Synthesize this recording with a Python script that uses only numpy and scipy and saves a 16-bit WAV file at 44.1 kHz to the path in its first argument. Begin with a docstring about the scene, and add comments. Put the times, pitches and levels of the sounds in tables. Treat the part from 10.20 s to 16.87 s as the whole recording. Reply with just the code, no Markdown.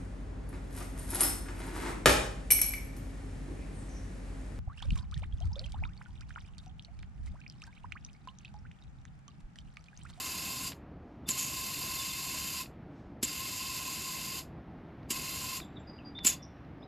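"""In a rumbling workshop, an air chuck (the hose's nozzle) is already hissing air into a car tyre.
After half a second it lets go with a tick; a little air seeps out and a thin leak whistles.
At about 1, 3 and 5 s it is pressed on again: air spits past the seal, the wheel thumps, and the flow
hisses through chuck and valve stem. Now and then the chuck ticks and leaks squeak or whistle.
At 6 s a last press slips straight off, leaving a fading whistle, a few faint leaks and the rumble."""
import sys
import numpy as np
from scipy import signal
from scipy.fft import rfft, irfft, next_fast_len
from scipy.io import wavfile

SR = 44100
rng = np.random.default_rng(int(sys.argv[2]) if len(sys.argv) > 2 else 0)


def generate_wav(signal):
    """Clip the signal to [-1, 1] and save it as 16-bit WAV at the path in sys.argv[1]."""
    frames = np.transpose(np.atleast_2d(signal))
    scaled = np.clip(frames, -1, 1) * 32767
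    pcm = np.round(scaled).astype(np.int16)
    wavfile.write(sys.argv[1], SR, pcm)


N = 294147
SIZE = next_fast_len(N + SR // 10)
TIME = np.arange(N) / SR
FREQ = np.maximum(np.arange(SIZE // 2 + 1) * SR / SIZE, 1)


def undb(db):
    """Turns decibels into a number to multiply by."""
    return 10 ** (np.asarray(db) / 20)


def colour(points):
    """Gain at each frequency, joining up (Hz, dB) points."""
    hz, db = np.transpose(points)
    return undb(np.interp(np.log(FREQ), np.log(hz), db))


def resonance(hz, width):
    """Steep peak: gain 1 at the centre, half power at the edges."""
    return 1 / (1 + (np.sqrt(2) - 1) * (2 * (FREQ - hz) / width) ** 2)


def filtered(x, gain):
    """Sound passed through a gain at each frequency."""
    return irfft(rfft(x, SIZE) * gain, SIZE)[:N]


def noise(gain):
    """Noise of strength 1, shaped by a gain at each frequency."""
    x = irfft(gain * rng.standard_normal(2 * len(FREQ)).view(complex), SIZE)[:N]
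    return x / x.std()


def wander(rate):
    """Random drift of typical size 1, up to about `rate` wiggles a second."""
    slow = FREQ[:len(FREQ) // 8]
    x = irfft(rng.standard_normal(2 * len(slow)).view(complex) / (1 + (slow / rate) ** 4))
    return np.interp(TIME, np.linspace(0, SIZE / SR, len(x)), x / x.std())


def hoarse(hz, width):
    """Narrow noise of strength 1 around a moving pitch."""
    strength = np.sqrt(2) * wander(width / 2)
    return strength * np.sin(2 * np.pi * np.cumsum(hz) / SR + np.pi * wander(width / 10))


def held(start, length, rise, fall):
    """Loudness curve that swells to 1, holds and dies away; times in seconds."""
    out = np.zeros(N)
    span = slice(*np.searchsorted(TIME, [start - 10 * rise, start + length + 20 * fall]))
    t = TIME[span] - start
    out[span] = np.exp(-(np.minimum(t, 0) / rise) ** 2 - np.maximum(t - length, 0) / fall)
    return out


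def puff(at, rise, fall):
    """Loudness curve that swells to 1 and dies away at once."""
    return held(at, 0, rise, fall)


# tone of the room's noise: (frequency [Hz], level [dB])
ROOM_TONE = [(12, -55.5), (20, -18), (62, -0.5), (98, -2), (140, 0.5), (242, -3), (286, -1.5), (481, -13.5),
             (745, -13), (928, -19), (2110, -30.5), (5360, -51), (9030, -69.5), (12200, -61),
             (14000, -71.5)]
# low hums in the room: (pitch [Hz], width [Hz], level [dB])
DRONES = [(71, 9.9, -61), (164, 50, -60.5)]
# how the room swells and sinks: (time [s], rumble boost [dB], hiss boost [dB])
ROOM_SWELLS = [(0, -0.5, 15), (.8, 1.5, 1.5), (1.798, -0.7, 8.5), (3.1, 1.6, 2), (3.8, -0.5, 9),
               (4.45, 2, 5.5), (5.3, 1.5, 8.5), (5.8, 0.7, 7.5), (6.67, 0.7, 6)]

def workshop(level_db=-50, split_hz=1200):
    """The room rumbles, with two wavering hums and a faint hiss on top."""
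    times, rumble_db, hiss_db = np.transpose(ROOM_SWELLS)
    air = undb(level_db) * noise(colour(ROOM_TONE))
    rumble = filtered(air, 1 / (1 + (FREQ / split_hz) ** 4))
    hiss = air - rumble
    drones = sum(noise(resonance(hz, width)) * undb(db - 0.5 * wander(1.2)) for hz, width, db in DRONES)
    low = (rumble + drones) * undb(np.interp(TIME, times, rumble_db) + wander(8))
    return low + hiss * undb(np.interp(TIME, times, hiss_db))


# spells with the valve open: (opens [s], starts to close [s], level [dB], level change [dB/s],
# brightness [dB], boost of the hollow low note [dB])
FILLS = [(-0.1, 0.484, -39, 2, -4.5, -1), (1.091, 2.413, -38, 0.5, -4.5, -2),
         (3.041, 4.193, -38.5, -0.24, -6, -2.5), (4.911, 5.373, -39, 2, -5.5, -0.5),
         (6.053, 6.134, -42.5, 14, -13.5, -6.5)]
# notes that ring inside chuck and stem: (pitch [Hz], width [Hz], level [dB])
AIR_PATH_NOTES = [(1038.5, 34, -1), (1064, 11.4, -0.06), (2120, 120, -10), (2608, 140, -6), (2785, 220, -9),
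                  (3100, 31, -8), (3620, 340, -11.5), (4190, 150, -6), (4781, 110, -0.5), (5350, 77, -10.5),
                  (6476, 50, -4), (6900, 150, -13), (7060, 370, -6.5), (7476, 92, -2), (8090, 130, -11.5),
                  (8680, 100, -11), (9500, 120, -13.5), (10500, 190, -26.5), (12250, 120, -4.5)]
# broad hiss of the air jet under those notes: (frequency [Hz], level [dB])
JET_TONE = [(300, -39.5), (700, -31.5), (1500, -19.5), (1850, -22), (3300, -23), (4600, -14.5), (5900, -14),
            (7600, -12.5), (8800, -19.5), (9600, -13.5), (11200, -11), (12600, -9), (13600, -25.5),
            (14300, -63.5), (15200, -49)]

def filling(flutter_db=0.75, wander_db=0.4):
    """Swirling air hisses and makes chuck and stem ring while the valve is open."""
    flow, bright_db, hollow_db = 0, np.zeros(N), np.zeros(N)
    for opens, closes, db, db_per_s, tilt_db, boost_db in FILLS:
        open_s = np.clip(TIME - opens, 0, closes - opens)
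        flow += held(opens, closes - opens, rise=0.013, fall=0.022) * undb(db + db_per_s * open_s)
        # the chuck sits differently each time
        bright_db[TIME > opens], hollow_db[TIME > opens] = tilt_db, boost_db
    ring_power = sum((undb(db) * resonance(hz, width)) ** 2 for hz, width, db in AIR_PATH_NOTES)
    gain = np.sqrt(colour(JET_TONE) ** 2 + ring_power)
    gain *= undb(-14 * resonance(8940, 170))  # a narrow dip in the hiss near 9 kHz
    # the hand is never still, so each of five bands wanders by itself
    band_of = np.searchsorted([1300, 3300, 5800, 8800], FREQ)
    air = 0
    for k, height in enumerate(np.linspace(-.5, .5, 5)):
        band = gain * (band_of == k)
        share = np.linalg.norm(band) / np.linalg.norm(gain)
        seating_db = height * bright_db + (k == 0) * hollow_db
        air += share * noise(band) * undb(seating_db + wander_db * wander(6.6))
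    return flow * air * undb(flutter_db * wander(50))


# the chuck knocks on the stem: (time [s], level [dB], fade [s])
TICKS = [(0.52, -40, 0.0037), (0.531, -47, .003), (2.459, -49, 0.0043), (4.831, -58, .002),
         (5.402, -37, 0.0023), (5.99, -41, 0.002), (6.449, -63, .003)]
# tone of a tick: (frequency [Hz], level [dB])
TICK_TONE = [(500, -8), (1400, -4), (2500, 1.5), (3300, -5.5), (4300, -2), (6000, -14.5), (9000, -49),
             (14000, -52)]

def ticks(rise_s=0.00094):
    """Metal held in a hand gives short, dead clicks."""
    return noise(colour(TICK_TONE)) * sum(undb(db) * puff(at, rise_s, fade) for at, db, fade in TICKS)


# faint hisses in the pauses: (loudest at [s], swell and fade [s], level [dB])
SEEPS = [(0.921, 0.14, -84), (2.808, 0.1, -77.5)]

def seeping():
    """A trace of air escapes from the resting chuck."""
    hiss = noise(resonance(hz=4500, width=4600) ** 2)
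    return hiss * sum(undb(db) * puff(at, swell, swell) for at, swell, db in SEEPS)


# thin, clear leaks: (start [s], length [s], pitch [Hz], pitch slide [Hz], level [dB])
WHISTLES = [(1.063, 0.011, 3580, -74, -54), (5.448, .012, 7370, 41, -63), (5.6, .01, 7410, -40, -69),
            (5.676, 0.029, 4880, -11.5, -55), (5.735, 0.043, 4840, -7, -59.5),
            (5.853, 0.032, 4810, -18.5, -53.5), (5.955, 0.028, 3540, 128.5, -45),
            (5.977, 0.16, 3514, -21.5, -47.5), (6.609, 0.037, 5100, -89, -71)]

def whistles(tremble_hz=32, flutter_db=2.5):
    """Air whistles on the edge of the seal's narrow gap; pitch and loudness tremble with the jet."""
    tremble, flutter = tremble_hz * wander(350), undb(flutter_db * wander(90))
    out = 0
    for at, length, hz, slide_hz, db in WHISTLES:
        pitch = hz + slide_hz * np.clip((TIME - at) / length, 0, 1) + tremble
        tone = np.sin(2 * np.pi * np.cumsum(pitch) / SR)
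        out += tone * undb(db) * held(at, length, rise=0.0041, fall=0.012)
    return out * flutter


# the chuck pushes the valve pin in, for spitting() and thumps(): (time [s], spit [dB], squeal [dB],
# squeal fade [s], thump [dB], pitch above which the thump weakens [Hz])
PRESSES = [(1.09, -29.5, -28.5, 0.0091, -32, 600), (3.031, -28, -31.5, 0.0037, -23, 380),
           (4.907, -28, -36.5, 0.0072, -28, 455), (6.050, -26, -25.5, 0.0091, -24, 400)]
# the chuck tilts and air sputters out: (start [s], length [s], level [dB])
SLIPS = [(1.181, 0.051, -37.5), (1.25, 0.042, -49.5), (5.371, .002, -45), (6.071, 0.01, -28),
         (6.091, 0.044, -43.5)]
# tone of the spitting air: (frequency [Hz], level [dB])
SPIT_TONE = [(400, -17.5), (1700, -9), (2700, 0.5), (3500, -4), (4300, -2), (5200, -0.5), (6200, -3.5),
             (7800, 4), (9000, -12), (10500, 1.5), (12200, -0.5), (13300, -9), (15000, -37.5)]

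def spitting(squeal_hz=6830, drop_hz=900, slip_squeal_db=1.5, sputter_db=2.4, rough_db=1.1):
    """Air spits, then squeals, until the seal sits tight; a tilted chuck does both at once."""
    spit, squeal, pitch = 0, 0, squeal_hz
    for at, spit_db, squeal_db, fade, _, _ in PRESSES:
        spit += undb(spit_db) * puff(at, rise=0.003, fall=0.012)
        squeal += undb(squeal_db) * puff(at + 0.019, rise=0.012, fall=fade)
        pitch += drop_hz * puff(at, rise=0.003, fall=0.026)  # starts high, drops as the gap narrows
    slip = sum(undb(db) * held(at, length, rise=0.005, fall=0.011) for at, length, db in SLIPS)
    slip *= undb(sputter_db * wander(60))
    spits = (spit + slip) * noise(colour(SPIT_TONE))
    squeals = (squeal + undb(slip_squeal_db) * slip) * hoarse(pitch, width=1000)
    return (spits + squeals) * undb(rough_db * wander(300))


# the wheel's own notes: (pitch [Hz], time to fade by 60 dB [s], level [dB])
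WHEEL_NOTES = [(250, 0.031, 3), (297, 0.12, -12.5), (351, 0.035, -4.5), (430, 0.0067, -5)]

def thumps(push_s=0.0023):
    """Each press kicks the wheel into a brief, dull ring; how far up its notes reach differs from press to
    press."""
    out = 0
    for at, _, _, _, thump_db, reach_hz in PRESSES:
        t = np.maximum(TIME - at, 0)
        swell = 1 - np.exp(-t / push_s)
        for hz, ring_s, note_db in WHEEL_NOTES:
            ring = np.sin(2 * np.pi * hz * t) * np.exp(-np.log(1000) * t / ring_s)
            out += undb(thump_db + note_db) * swell * ring / np.hypot(1, (hz / reach_hz) ** 2)
    return out


# weak, hoarse leaks: (loudest at [s], swell [s], level [dB], pitch [Hz], width [Hz],
# slide to either side of that pitch [Hz])
SQUEAKS = [(1.809, .030, -44, 3570, 141, -29), (1.910, .025, -45.5, 3560, 142, -51),
           (5.426, .012, -52.5, 3640, 360, -150), (5.576, .012, -55, 3620, 360, -170),
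           (5.795, .010, -56, 2710, 380, -120), (6.236, .011, -53.5, 5520, 850, 0),
           (6.631, .009, -62, 3660, 240, 222)]

def squeaks(slide_s=0.0068, fade_s=0.016):
    """Too little air for a clean whistle makes the gap squeak; the pitch slides and settles."""
    out = 0
    for at, swell, db, hz, width, slide_hz in SQUEAKS:
        pitch = hz + slide_hz * np.tanh((TIME - at) / slide_s)
        out += undb(db) * puff(at, swell, fade_s) * hoarse(pitch, width)
    return out


def echoes(x, fade_s):
    """A blur of reflections, as strong as x, that fades by 60 dB in fade_s."""
    response = rng.standard_normal(SR) * np.exp(-np.log(1000) * TIME[:SR] / fade_s)
    return signal.fftconvolve(x, response / np.linalg.norm(response))[:N]


# how much left and right differ: (frequency [Hz], side level relative to the middle [dB])
STEREO_WIDTH = [(20, -38.5), (700, -42), (2500, -60), (11100, -64), (11450, -4.5), (12050, -3), (12450, -6),
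                (14000, 11)]

def stereo(mid, right_lean=0.2):
    """Two microphone openings sit so close that only the top treble differs, louder on the right."""
    shift = np.pi * wander(25)  # their rim scatters short waves along shifting paths
    rim = echoes(mid, fade_s=0.06) * np.cos(shift) + echoes(mid, fade_s=0.06) * np.sin(shift)
    side = filtered(rim - right_lean * mid, colour(STEREO_WIDTH))
    return np.array([mid + side, mid - side])


def scene(room_db=-19, linger_db=-11):
    """Chuck and wheel at arm's length in a workshop."""
    near = filling() + spitting() + thumps() + ticks() + seeping()
    leaks = whistles() + squeaks()
    # the broad hiss dies away quickly; whistles and squeaks ring on longer
    room = undb(room_db) * echoes(near, fade_s=0.073) + undb(linger_db) * echoes(leaks, fade_s=0.51)
    return stereo(near + leaks + room + workshop())


def record(dry, top_hz=15000):
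    """Cuts off the very highest treble."""
    return signal.sosfilt(signal.ellip(8, .2, 70, top_hz, fs=SR, output="sos"), dry)


dry = scene()
out = record(dry)
generate_wav(out)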